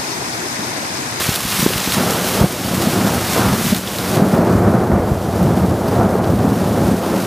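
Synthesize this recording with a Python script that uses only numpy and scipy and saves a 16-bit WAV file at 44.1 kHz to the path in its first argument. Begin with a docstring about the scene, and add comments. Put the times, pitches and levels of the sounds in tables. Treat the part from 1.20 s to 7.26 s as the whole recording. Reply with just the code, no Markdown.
"""Heavy, gusty rain opens loud, with a cluster of near drops ticking in the first second. Thunder starts low,
thumps from the outset and swells from about 0.8 s; sparser drops return after 2 s. Around 3 s the rain is heard
well back under the thunder, which rolls on in swells to the end. Rain is shaped noise with ringing impulses,
near drops are cracks with spray, thumps are short swings of pressure, and thunder is random shock fronts plus
noise in three bands. One microphone feeds both channels."""
import sys
import numpy as np
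from scipy import signal
from scipy.fft import rfft, irfft, next_fast_len
from scipy.io import wavfile

SR = 44100
rng = np.random.default_rng(int(sys.argv[2]) if len(sys.argv) > 2 else 0)


def generate_wav(sig):
    """Save sig (samples, or channels by samples) to the path in sys.argv[1] as 16-bit PCM at SR."""
    pcm = np.round(np.clip(np.atleast_2d(sig).T, -1, 1) * 32767).astype(np.int16)
    wavfile.write(sys.argv[1], SR, pcm)


N = 267246  # length in samples

# Level at which the rain is heard: t/s, level/dB
RAIN_LEVEL = [(0.0, -17.5), (0.15, -21), (0.19, -24.5), (0.41, -17.5), (0.5, -22), (0.6, -21),
              (0.66, -20.5), (0.73, -19), (0.8, -21), (0.95, -23), (1.16, -21), (1.28, -27.5), (1.5, -24),
              (1.97, -24), (2.12, -20.5), (2.36, -24.5), (2.5, -21), (2.6, -28.5), (2.95, -24), (3.04, -34),
              (3.14, -30.5), (3.2, -36), (3.33, -33), (3.4, -35.5), (3.8, -39), (4.0, -36), (4.22, -33.5),
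              (4.56, -36), (4.74, -33.5), (5.0, -38.5), (5.08, -36), (5.67, -31.5), (5.77, -33),
              (6.06, -29)]
# Spectrum of the rain: f/Hz, density per Hz/dB
RAIN_SPECTRUM = [(150, -20), (400, -17.5), (1000, -1.5), (2000, -3), (3500, -3.5), (5500, -5), (7500, -7),
                 (12000, -7), (15500, -11)]
# Near drops: start t/s, crack level/dB, ring f/Hz, ring level over the crack/dB
NEAR_DROPS = [(0.013, -8, 3600, 0), (0.0686, -7, 5210, -3), (0.154, 2, 4040, -7), (0.1585, 2, 4200, -10),
              (0.3969, -11, 3990, 0), (0.419, -2, 3300, -9), (0.5346, -13.5, 2900, 7),
              (0.5803, -1, 3820, -4), (0.602, -7, 7010, 3), (0.721, -2, 3820, -1), (0.738, -4, 6000, -1),
              (0.79, -12, 4480, -6), (0.9063, 0, 8480, -4), (0.9194, -6, 12000, 1),
              (2.1265, -19, 3060, -10), (2.4612, -13, 3750, 0), (2.5096, -13, 3960, 3),
              (2.547, -2, 4090, -5), (2.674, -16, 3590, 7.5), (2.785, -8, 4060, -2),
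              (3.0938, -22, 5570, -2), (3.3656, -20, 4360, -4), (4.228, -12, 3110, -10),
              (4.6827, -12, 5040, -5), (4.8503, -21, 3910, -5), (5.0383, -26, 3150, 3.5),
              (5.044, -24, 4200, 6), (5.2315, -19, 5720, -4), (5.441, -14, 4340, -8)]
# Single shock fronts that stand out of the roll: t/s, level/dB, f/Hz, length/cycles
SHOCK_FRONTS = [(0.085, -5.5, 145, 1.75), (0.249, -9.5, 172, 1.34), (0.39, -10.5, 164, 1.6),
                (0.423, -6, 178, 2.4), (0.461, 3, 288, 1.8), (0.503, -10.5, 414, 2.5),
                (0.555, -9, 153, 1.35), (0.674, -7, 248, 1.2), (0.76, -10, 200, 4), (1.208, 1, 127, 1.5),
                (1.219, -13, 483, 2), (1.232, -2.5, 168, 3.9), (1.508, -13, 200, 2.3),
                (1.574, -14, 180, 2.5), (1.655, -10, 202, 7.5), (1.853, -9, 210, 8.9),
                (2.274, -8, 138, 1.4), (2.315, -10.5, 205, 9.2), (2.439, -10, 217, 5),
                (2.46, -11, 202, 4.2), (2.512, -5.5, 203.4, 6.6), (2.962, -5, 130, 3.3),
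                (3.015, -1, 180, 3.2), (3.129, -5, 183, 3.5), (3.184, -5, 191, 3), (3.348, -3, 172, 1.7),
                (3.452, -12, 92, 2.5), (3.543, -9, 175, 2.5), (3.696, -5, 200, 2.4),
                (3.706, -11, 75.4, 3.6), (3.712, -7, 219, 5.3), (3.716, -9, 636, 2.4),
                (3.784, -12, 75, 1.8), (3.911, -3, 112, 1.6), (3.915, -33, 620, 2.3), (4.237, -7, 142, 3.9),
                (4.419, -9, 205, 4.5), (4.473, -11, 110, 3.3), (4.782, -7, 110, 2.4), (4.951, -6.5, 404, 4),
                (5.131, -11, 186, 1.5), (5.611, -10, 163, 2.5), (5.734, -9, 198, 2.9)]
# The roll of thunder: t/s, boom level/dB, rattle level/dB
THUNDER_ROLL = [(0.0, -34, -26.5), (0.2, -33.5, -31.5), (0.46, -26, -28.5), (0.68, -29.5, -30.5),
                (0.78, -17.5, -19), (1.11, -27, -22.5), (1.23, -16.5, -16), (1.29, -29.5, -27),
                (1.55, -19.5, -22.5), (1.85, -17.5, -21), (2.1, -26.5, -25.5), (2.17, -20.5, -17),
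                (2.32, -18.5, -20), (2.4, -26, -26.5), (2.56, -21.5, -27.5), (2.62, -32, -31.5),
                (2.9, -23, -22), (2.99, -14, -17), (3.09, -17.5, -20), (3.16, -17, -16.5),
                (3.55, -15, -16.5), (3.67, -23, -20), (3.74, -18, -18), (4.02, -23.5, -23.5),
                (4.18, -21, -20.5), (4.25, -14.5, -17.5), (4.52, -18.5, -21), (4.59, -22, -22),
                (4.82, -16.5, -16), (5.04, -21, -20.5), (5.14, -15.5, -20), (5.42, -18.5, -20),
                (5.72, -14.5, -19.5), (5.79, -24.5, -23), (5.92, -18.5, -19), (6.06, -24, -23.5)]
# Slow change of colour: t/s, rumble level over the boom/dB, nearness that brightens the rattle/0-1
THUNDER_REACH = [(0, -3.5, 0.5), (.8, -11, 0.56), (1.2, -4.5, 0.37), (1.8, -12.5, 0.46), (2.3, -3, 0.68),
                 (3.0, -9.5, 0.34), (3.8, -3, 0.29), (4.5, -5.5, .25), (5.3, -8, 0.27), (6.06, -10.5, .35)]
# Spectra of the three thunder bands: f/Hz, density per Hz/dB
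RUMBLE_SPECTRUM = [(18, -48), (30, -18.5), (72, 6.5), (120, 7.5), (160, 1.5), (260, -120)]
BOOM_SPECTRUM = [(59, -35), (100, -1.5), (140, -7), (189, 8.5), (252, 3), (370, -9.5), (480, -34.5),
                 (810, -120)]
RATTLE_SPECTRUM = [(190, -39), (330, -1.5), (460, -3), (714, -4), (932, -11), (1420, -15.5), (2400, -32.5),
                   (3120, -44), (5280, -120)]

DROP_SPRAY = 0.52  # greatest spray tick against the crack
# The hollow around the microphone rings with the boom
SHELTER_HZ, SHELTER_CYCLES, SHELTER_DB = 192.2, 22, -13.5
# Random level movement of each thunder band: spread in dB, corner rate in Hz
RUMBLE_WANDER_DB, RUMBLE_WANDER_HZ = 2.2, 4.5
BOOM_HEAVE_DB, BOOM_HEAVE_HZ = 0.8, 12
RATTLE_HEAVE_DB, RATTLE_HEAVE_HZ = 0.82, 8.8
CUTOFF_HZ = 15250  # top of the microphone's range


def from_db(db):
    """Decibels become an amplitude factor."""
    return 10 ** (np.asarray(db) / 20)


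def rms_one(x):
    """Scales a signal to an rms of 1."""
    return x / np.sqrt(np.mean(x ** 2) + 1e-20)


def in_time(rows):
    """Draws each column of a timed table as a curve with one value per sample."""
    times, *columns = np.transpose(rows)
    return [np.interp(np.arange(N) / SR, times, column) for column in columns]


def drift(rate_hz):
    """Low-passed noise of rms 1: a random movement that slows above its corner rate."""
    step = 40  # samples between drawn points
    pole = np.exp(-2 * np.pi * rate_hz * step / SR)
    noise = rng.standard_normal(N // step + 2002)
    slow = signal.lfilter([1], [1, -2 * pole, pole * pole], noise)[2000:]  # skip the settling
    return np.interp(np.arange(N) / step, np.arange(len(slow)), rms_one(slow))


def colour(x, spectrum):
    """Filters a white signal to a spectrum drawn over log frequency; rms 1."""
    size = next_fast_len(N)
    hz, db = np.transpose(spectrum)
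    grid = np.maximum(np.arange(size // 2 + 1) * SR / size, 1)
    gain = from_db(np.interp(np.log(grid), np.log(hz), db, left=-90, right=-90))
    return rms_one(irfft(rfft(x, size) * gain, size)[:N])


def clicks(per_s, spread_db):
    """Random impulses of either sign, mostly small and a few large; rms 1."""
    size_db = spread_db * np.minimum(rng.exponential(1, N), 5)
    sizes = from_db(size_db) * rng.choice([-1, 1], N)
    return rms_one(sizes * (rng.random(N) < per_s / SR))


def tick(impulses, hz, cycles):
    """A resonance rings at hz after each impulse and dies 60 dB in the given cycles."""
    decay = from_db(-60 * hz / (cycles * SR))  # per sample
    turn = 2 * np.pi * hz / SR
    feedback = [1, -2 * decay * np.cos(turn), decay * decay]
    return signal.lfilter([0, np.sin(turn)], feedback, impulses + 1e-18)


def highpass(x, order, hz):
    """Keeps what lies above hz."""
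    return signal.sosfilt(signal.butter(order, hz, "high", fs=SR, output="sos"), x)


def rain_crackle():
    """Nearer drops ring for a few cycles, each dealt one of twelve pitches."""
    pitches = np.geomspace(1800, 14000, 12)  # Hz
    hits = clicks(1500, spread_db=2.5)
    dealt = rng.integers(0, len(pitches), N)
    crackle = np.zeros(N)
    for k, hz in enumerate(pitches):
        crackle += tick(hits * (dealt == k), hz, cycles=4.0) * np.sqrt(hz)
    return rms_one(crackle)


def rain_hiss():
    """Far drops blend into noise, which bursts for a few ms at each splash."""
    splashes = clicks(70, spread_db=2.5)
    spatter = signal.lfilter([.01], [1, -.992], np.abs(splashes))
    return rng.standard_normal(N) * (1 + 1.7 * spatter)


def rain():
    """Hiss and crackle share one spectrum and come in sheets with the gusts."""
    level_db, = in_time(RAIN_LEVEL)
    gusts_db = 0.48 * drift(16)
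    sheet = colour(rain_hiss() + 0.29 * rain_crackle(), RAIN_SPECTRUM)
    # fine spray comes and goes apart from the heavier drops
    spray = 0.097 * drift(10) * highpass(sheet, 1, 7000)
    return from_db(level_db + gusts_db) * (sheet + spray)


def drops():
    """A near drop cracks, rings briefly where it lands and scatters spray ticks for some milliseconds."""
    out, length = np.zeros(N), 400  # samples in a burst
    fading = from_db(-18 * np.arange(length) / length)
    for s, db, hz, ring_db in NEAR_DROPS:
        chance, size = rng.random((2, length))
        impulses = (chance < .12) * (2 * size - 1) * fading * DROP_SPRAY
        impulses[40] = 1  # the crack, just under 1 ms after the start
        crack = np.diff(impulses, prepend=0)
        burst = crack + from_db(ring_db) * tick(impulses, hz, cycles=9.1)
        at = round(s * SR)
        out[at:at + length] += from_db(db) * burst[:N - at]
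    return out


def thumps():
    """A shock front arrives rounded into a few swings of pressure, steeper than a sine."""
    out, t = np.zeros(N), np.arange(2400) / SR
    for s, db, hz, cycles in SHOCK_FRONTS:
        turn = 2 * np.pi * hz * t
        envelope = np.sin(np.pi * np.minimum(t * hz / cycles, 1)) ** 2
        swing = np.sin(turn) + 0.15 * np.sin(2 * turn) + 0.16 * np.sin(3 * turn)
        at = round(s * SR)
        out[at:at + len(t)] += from_db(db) * envelope * swing
    return out


def thunder_rumble(fronts, level_db):
    """The deepest band of fronts and scattered sound wanders about its level."""
    rumble = colour(fronts + 0.79 * rng.standard_normal(N), RUMBLE_SPECTRUM)
    return rumble * from_db(level_db + RUMBLE_WANDER_DB * drift(RUMBLE_WANDER_HZ))


def thunder_boom(fronts, level_db):
    """The middle band heaves at random and sets the hollow around the microphone ringing."""
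    boom = colour(fronts + 0.8 * rng.standard_normal(N), BOOM_SPECTRUM)
    ring = rms_one(tick(boom, SHELTER_HZ, SHELTER_CYCLES))
    boom = rms_one(boom + from_db(SHELTER_DB) * ring)
    return boom * from_db(level_db + BOOM_HEAVE_DB * drift(BOOM_HEAVE_HZ))


def thunder_rattle(fronts, level_db, nearness):
    """The upper band heaves too; air absorbs its top from far stretches of the channel."""
    rattle = colour(fronts + 2.0 * rng.standard_normal(N), RATTLE_SPECTRUM)
    rattle = rattle + (3.43 * nearness - 1) * highpass(rattle, 2, 900)
    return rattle * from_db(level_db + RATTLE_HEAVE_DB * drift(RATTLE_HEAVE_HZ))


def thunder():
    """Fronts from all along the crooked channel pile up; scattered sound fills the gaps between them."""
    boom_db, rattle_db = in_time(THUNDER_ROLL)
    rumble_db, nearness = in_time(THUNDER_REACH)
    fronts = clicks(500, spread_db=1.0)
    clumps_db = 0.34 * drift(41)  # quick flutter shared by boom and rattle
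    rumble = thunder_rumble(fronts, boom_db + rumble_db)
    boom = thunder_boom(fronts, boom_db + clumps_db)
    rattle = thunder_rattle(fronts, rattle_db + 1.4 * clumps_db, nearness)
    return rumble + boom + rattle


def scene():
    """Rain, drops, thumps and thunder add up, the same in both channels."""
    return np.tile(rain() + drops() + thumps() + thunder(), (2, 1))


def record(dry):
    """The microphone drops the deepest bass, peaks near full scale are rounded, the top is cut."""
    thin = highpass(dry, 4, 38)
    rounded = thin / (1 + np.abs(thin) ** 6) ** (1 / 6)
    top_cut = signal.ellip(10, .5, 75, CUTOFF_HZ, fs=SR, output="sos")  # .5 dB ripple, 75 dB down
    return signal.sosfilt(top_cut, rounded)


dry = scene()
out = record(dry)
generate_wav(out)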